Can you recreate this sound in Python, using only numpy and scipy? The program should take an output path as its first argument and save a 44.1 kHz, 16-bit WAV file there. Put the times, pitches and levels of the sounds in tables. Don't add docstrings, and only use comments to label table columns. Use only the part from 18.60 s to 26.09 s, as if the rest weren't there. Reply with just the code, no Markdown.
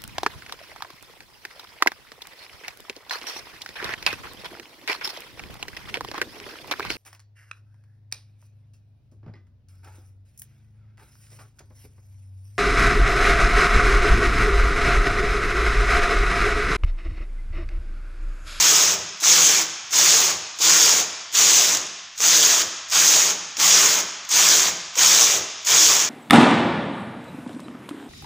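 import sys
import numpy as np
from scipy import signal
from scipy.fft import rfft, irfft
from scipy.io import wavfile
from scipy.ndimage import uniform_filter1d

SR = 44100
rng = np.random.default_rng(int(sys.argv[2]) if len(sys.argv) > 2 else 0)


def undo_db(level):
    steps = np.asarray(level, float) / 20
    return 10 ** steps


def to_wav(sig):
    pcm = np.clip(np.atleast_2d(sig), -1, 1) * 32767
    pcm = np.round(pcm).astype(np.int16)
    wavfile.write(sys.argv[1], SR, pcm.T)


N = 330309
T = np.arange(N) / SR

# start [s], slack before the cams bite [s], end of the needles after the start [s],
# top needle rate [needles per s], time from the start to that rate [s].
STROKES = [(-.085, .012, 0.42, 164, .1), (.601, .019, .423, 170, .124), (1.308, .011, .404, 168, .164),
           (1.988, 0.013, 0.42, 169, 0.12), (2.725, 0.0077, .42, 159, .14), (3.576, 0.023, 0.44, 168, .13),
           (4.299, 0.0097, 0.41, 167, .12), (4.969, .014, .434, 174, .11), (5.691, 0.0084, .398, 171, .14),
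           (6.355, .011, .419, 186, .12), (7.049, 0.0081, 0.4, 163, .14)]
# catch tick [dB], dull body against the tick [dB], table shudder at braking [dB].
TURNS = [(-30, 0, -48), (-40, 6, -58), (-23, 0, -52), (-26, 7, -58), (-32, 4, -60), (-36, 5, -58),
         (-22, 3, -63), (-22, 11, -62), (-13, -6, -57), (-24, 10, -54), (-19, -2, -55)]
# frequency [Hz], level [dB per Hz].
STEEL_COLOUR = [(100, -41.5), (165, -21.5), (240, -27), (430, -19.5), (720, -16.5), (1100, -10.5),
                (3300, -11.5), (4400, -9), (6650, 1), (7600, -7.5), (8800, -21), (13200, -28), (14600, -16),
                (15500, -15)]
# frequency [Hz], width [Hz], level [dB].
BED_MODES = [(327, 40, -19), (390, 10, -4), (448, 9, -12), (636, 11, -7.5), (1026, 55, -17), (2406, 99, -9),
             (3460, 600, -4.5), (4760, 200, -17)]
SPLIT_HZ = 2800, 8500
BITE_DB = -5.5


def unit(x):
    return x / np.sqrt(np.mean(x ** 2))


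def noise():
    return rng.standard_normal(N)


def along(table, hz, axis=1):
    table = np.array(table)
    return np.interp(np.log(np.maximum(hz, 1)), np.log(table[:, 0]), table[:, axis])


def colour(x, table, size=4096):
    gain = undo_db(along(table, np.fft.rfftfreq(size, 1 / SR)))
    cepstrum = irfft(np.log(gain))
    cepstrum[1:size // 2] *= 2
    cepstrum[size // 2 + 1:] = 0
    return signal.fftconvolve(x, irfft(np.exp(rfft(cepstrum))))[:N]


def band(x, lo_hz, hi_hz):
    return signal.sosfilt(signal.butter(3, [lo_hz, hi_hz], "bandpass", fs=SR, output="sos"), x)


def resonate(x, hz, width_hz):
    return signal.lfilter(*signal.iirpeak(hz, hz / width_hz, SR), x)


def die_away(x, decay_s):
    return signal.lfilter([1], [1, -np.exp(-1 / (decay_s * SR))], x)


def bursts(times, sizes, decay_s):
    x = np.zeros(N)
    np.add.at(x, np.clip((times * SR).astype(int), 0, N - 1), sizes)
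    return die_away(x, decay_s)


def ramp(t, length_s):
    return np.clip(t / np.maximum(length_s, 1e-3), 0, 1)


def stroke():
    # rattle [dB], tiring by the last needle [dB], run-out [s],
    # shape of the slowing [exponent], hum [dB].
    arm_strokes = [(-13, -8, .055, 1.3, 1), (-13.5, -6.5, .04, 1.75, 1.5), (-13.5, -7, 0.068, 1.1, 0),
                   (-13.5, -5.5, .05, 1.25, 1), (-13.5, -6, .085, 1.3, -1.5), (-13.5, -4.5, 0.047, 1.1, 0),
                   (-13.5, -7, 0.053, 1.5, 1), (-13, -8.5, 0.038, 1.2, 0.5),
                   (-13.5, -6.5, 0.049, 1.5, -0.5), (-13, -7.5, 0.058, 1.0, 0.5),
                   (-13, -8.5, 0.066, 1.6, 0)]
    slack_db, run_out_db = -17.5, -18.5
    bite_s, fill_s = 0.015, 0.042
    tire_share = 0.63
    start_speed, end_speed = .84, .64

    rows = np.c_[STROKES, arm_strokes]
    current = np.maximum(np.searchsorted(rows[:, 0], T) - 1, 0)
    start, slack, last, top_hz, top_s, full_db, tired_db, out_s, ease, hum_db = rows[current].T
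    t = T - start

    bite = ramp(t - slack, bite_s)
    fill = ramp(t - slack - bite_s, fill_s)
    bite_db = slack_db * (1 - bite) + BITE_DB * bite * (1 - fill)
    tire_db = tired_db * ramp(t - tire_share * last, (1 - tire_share) * last)
    out_db = run_out_db * ramp(t - last, out_s)

    getting_going = (1 - start_speed) * (1 - ramp(t, top_s))
    slowing = (1 - end_speed) * np.clip((t - top_s) / (last - top_s), 0, 1.2) ** ease
    needle_hz = uniform_filter1d(top_hz * (1 - getting_going - slowing), size=900)
    moving = uniform_filter1d(1. * (t <= last + out_s), size=90)
    return moving, full_db, bite_db, tire_db, out_db, hum_db, needle_hz


def flare():
    span = int(.045 * SR)
    return 0.97 * unit(uniform_filter1d(uniform_filter1d(noise(), span), span))


def cams(turns, spread_db, decay_s, rub, count):
    needle = np.arange(int(turns[-1]))[:, None] + rng.random(count)
    chance = rng.standard_normal((2, 1500, count))[:, :len(needle)]
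    times = np.interp(needle + .35 * chance[0], turns, T)
    blows = bursts(times.ravel(), undo_db(spread_db * chance[1]).ravel(), decay_s)
    return unit((unit(blows) + rub) * noise())


def patchy(x, depth_db):
    z = signal.stft(x, nperseg=512)[2]
    field = uniform_filter1d(rng.standard_normal(z.shape), size=7, axis=0)
    field = uniform_filter1d(field, size=6, axis=1)
    return signal.istft(z * undo_db(depth_db * unit(field)), nperseg=512)[1][:N]


def table_hum(moving, turns, arm_db, bite_db, tire_db, out_db):
    # frequency [Hz], gain [dB].
    table_gain = [(90, -16), (130, -9), (150, 2.5), (185, 2.5), (250, -4), (400, -.4), (700, -2)]
    multiple_db, follows_tiring = [-51, -51.5, -49.5], [2.4, 1.3, .9]
    rock_db = [1.6, 2.8, 2.8, 3.0]
    ring_db = 1.5

    shared_db = arm_db + 1.8 * bite_db + 0.45 * out_db
    levels_db = [db + shared_db + share * tire_db for db, share in zip(multiple_db, follows_tiring)]
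    levels_db.append(levels_db[-1] - 8)

    rock = uniform_filter1d(rng.standard_normal((len(levels_db), N)), size=1200)
    hum = np.zeros(N)
    for k, db in enumerate(levels_db):
        level = undo_db(db + 4.5 + rock_db[k] * unit(rock[k]))
        hum += level * np.sin(2 * np.pi * (k + 1) * turns)
    hum = colour(moving * hum, table_gain)
    ringing = sum(resonate(hum, hz, width + 8) for hz, width, _ in BED_MODES[:4])
    return hum + undo_db(ring_db) * ringing


def carriage():
    moving, full_db, bite_db, tire_db, out_db, arm_db, needle_hz = stroke()
    turns = np.cumsum(needle_hz) / SR

    rattle_db = full_db + bite_db + tire_db + out_db
    fizz_db = -13 - 0.16 * bite_db - 0.067 * tire_db + 0.67 * out_db
    bitten_db = np.maximum(bite_db, BITE_DB)
    slack_db = np.minimum(bite_db - BITE_DB, 0)
    knock_db = -13 - 0.36 * bitten_db + .35 * slack_db - 0.5 * tire_db - .15 * out_db

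    butts = cams(turns, spread_db=4.5, decay_s=.0002, rub=1.9, count=10)
    latches = cams(turns, spread_db=4, decay_s=.0006, rub=1.3, count=7)
    sinkers = cams(turns, spread_db=3, decay_s=.001, rub=1.6, count=6)
    blows = .5 * butts + sinkers
    ringing = sum(undo_db(db) * resonate(blows, hz, width) for hz, width, db in BED_MODES)

    steel = patchy(colour(butts + ringing, STEEL_COLOUR), depth_db=1.3)
    bed = patchy(colour(blows + ringing, STEEL_COLOUR), depth_db=1.7)
    light = patchy(colour(0.97 * butts + latches, STEEL_COLOUR), depth_db=1.7)
    rattle = unit(band(steel, *SPLIT_HZ)) * undo_db(0.65 * flare())
    knock = unit(band(bed, 674, SPLIT_HZ[0])) * undo_db(knock_db + 0.74 + flare())
    fizz = unit(band(light, SPLIT_HZ[1], 19100)) * undo_db(fizz_db + 5.0)

    shake = die_away(moving * undo_db(rattle_db + knock_db), 0.034) / (0.033 * SR)
    body = shake * unit(band(bed, 261, 693)) * undo_db(-11.0)
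    frame = shake * unit(band(bed, 165, 265)) * undo_db(-29 - 1.1 * tire_db)

    clatter = moving * undo_db(rattle_db) * (rattle + knock + fizz) + body + frame
    return clatter, table_hum(moving, turns, arm_db, bite_db, tire_db, out_db)


def rumble():
    push_db, push_s, shudder_s, still_db = -63.5, .12, 0.073, -70

    def bump(s):
        return np.exp(-.5 * ((T - s) / shudder_s) ** 2)

    level = undo_db(still_db)
    for (start, _, last, _, _), (_, _, brake_db) in zip(STROKES, TURNS):
        level = level + undo_db(push_db) * bump(start + push_s) + undo_db(brake_db) * bump(start + last)
    return level * unit(band(band(noise(), 71, 130), 57, 150))


def still_air():
    # frequency [Hz], level [dB per Hz].
    air_colour = [(30, -20), (60, -17), (100, -3), (250, -12), (1000, -25), (6500, -30), (9000, -52),
                  (13000, -50), (15500, -37)]
    return undo_db(-71.5) * unit(colour(noise(), air_colour))


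def room(x, gap_s=.008):
    # frequency [Hz], decay by 60 dB [s], level [dB].
    room_decay = [(80, 0.86, 4.5), (520, 0.66, -2.5), (1100, 1.6, -6.5), (3100, 2.17, -10.5),
                  (6600, 1.06, -11.5), (8600, 0.92, -15), (12000, 0.28, -10), (15525, 0.33, -13)]
    hz, t, z = signal.stft(rng.standard_normal(2 * SR), SR, nperseg=512)
    fall = undo_db(-60 * t / np.maximum(along(room_decay, hz), .05)[:, None])
    energy = np.sum(np.abs(z * fall) ** 2, axis=1, keepdims=True) / np.mean(np.abs(z) ** 2) * 256
    share = undo_db(along(room_decay, hz, axis=2))[:, None] / np.sqrt(energy)
    tail = signal.istft(z * share * fall, SR, nperseg=512)[1]
    return signal.fftconvolve(x, np.r_[np.zeros(int(gap_s * SR)), tail])[:N]


def creep():
    creep_s, creep_db = .04, -49
    starts = np.array(STROKES)[1:, 0]
    chance = rng.standard_normal((len(starts), 14, 2))
    early = np.abs(chance[..., 0])
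    times = starts[:, None] - creep_s * early / 2
    sizes = undo_db(creep_db + 4.5 * chance[..., 1] - 7.0 * early)
    crackle = bursts(times.ravel(), sizes.ravel(), 0.0048)
    return crackle * unit(band(colour(noise(), STEEL_COLOUR), 4000, 20000))


def ticks():
    # time [s], peak [dB], dull body against the tick [dB].
    lone_ticks = [(0.5707, -43, 6), (1.0164, -19, 4), (1.2494, -44.5, 11), (1.2672, -40, 8),
                  (1.7024, -14, 6), (1.962, -39, 8), (2.4, -12, 3), (2.6461, -47, 6), (2.6837, -50, 6),
                  (3.1491, -16, 13), (3.1712, -13, 7), (3.2174, -37, 7), (3.2415, -46, 6), (3.267, -44, 25),
                  (3.3085, -58, 1), (3.3305, -48, 3), (3.5175, -52, 6), (3.535, -48, 6), (3.5606, -51, 14),
                  (3.6033, -18, 12.5), (4.2904, -32, 8), (4.6918, -16, 6), (4.9056, -37, 3),
                  (5.65, -35, 12), (7.015, -40, 6), (7.449, -20, 2)]
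    bright = unit(band(colour(noise(), STEEL_COLOUR), SPLIT_HZ[1], 22000))
    dull = unit(band(colour(noise(), STEEL_COLOUR), 550, SPLIT_HZ[1]))
    catches = [(row[0], *turn[:2]) for row, turn in zip(STROKES, TURNS) if row[0] > 0]
    fade = np.exp(-T[:SR // 40] / 0.0033)
    out = np.zeros(N)
    for s, peak_db, body_db in list(lone_ticks) + catches:
        span = slice(int(s * SR), int(s * SR) + len(fade))
        out[span] += undo_db(peak_db - 10) * fade * (bright[span] + undo_db(body_db) * dull[span])
    return out


def thuds():
    thud_db = np.array([-50, -37])
    rows = np.array(STROKES)[1:]
    sizes = undo_db(thud_db[np.arange(1, len(STROKES)) % 2])
    envelope = uniform_filter1d(bursts(rows[:, 0] + rows[:, 1], sizes, .022), size=130)
    return envelope * unit(band(noise(), 290, 720))


def squeak():
    # frequency [Hz], level [dB].
    squeak_line = [(12624, -57)]
    start_s, stop_s = 4.005, 4.095
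    on = uniform_filter1d(1. * ((T > start_s) & (T < stop_s)), size=400)
    hz, db = squeak_line[0]
    return on * undo_db(db + 3) * np.sin(2 * np.pi * np.cumsum(hz + 60 * flare()) / SR)


def scene():
    clatter, hum = carriage()
    direct = clatter + ticks() + creep() + thuds()
    mono = direct + hum + rumble() + still_air()
    mono = mono + room(direct + .35 * hum) + squeak()
    return np.array([mono, mono])


def top_cut(x):
    return signal.sosfilt(signal.butter(12, 16180, fs=SR, output="sos"), x)


def record(dry):
    soft = np.tanh(1.3 * dry) / 1.28
    soft = signal.sosfilt(signal.butter(2, 44, "highpass", fs=SR, output="sos"), soft)
    cut = signal.sosfilt(signal.ellip(14, .2, 90, 15500, fs=SR, output="sos"), soft)
    return top_cut(cut)


dry = scene()
out = record(dry)
to_wav(out)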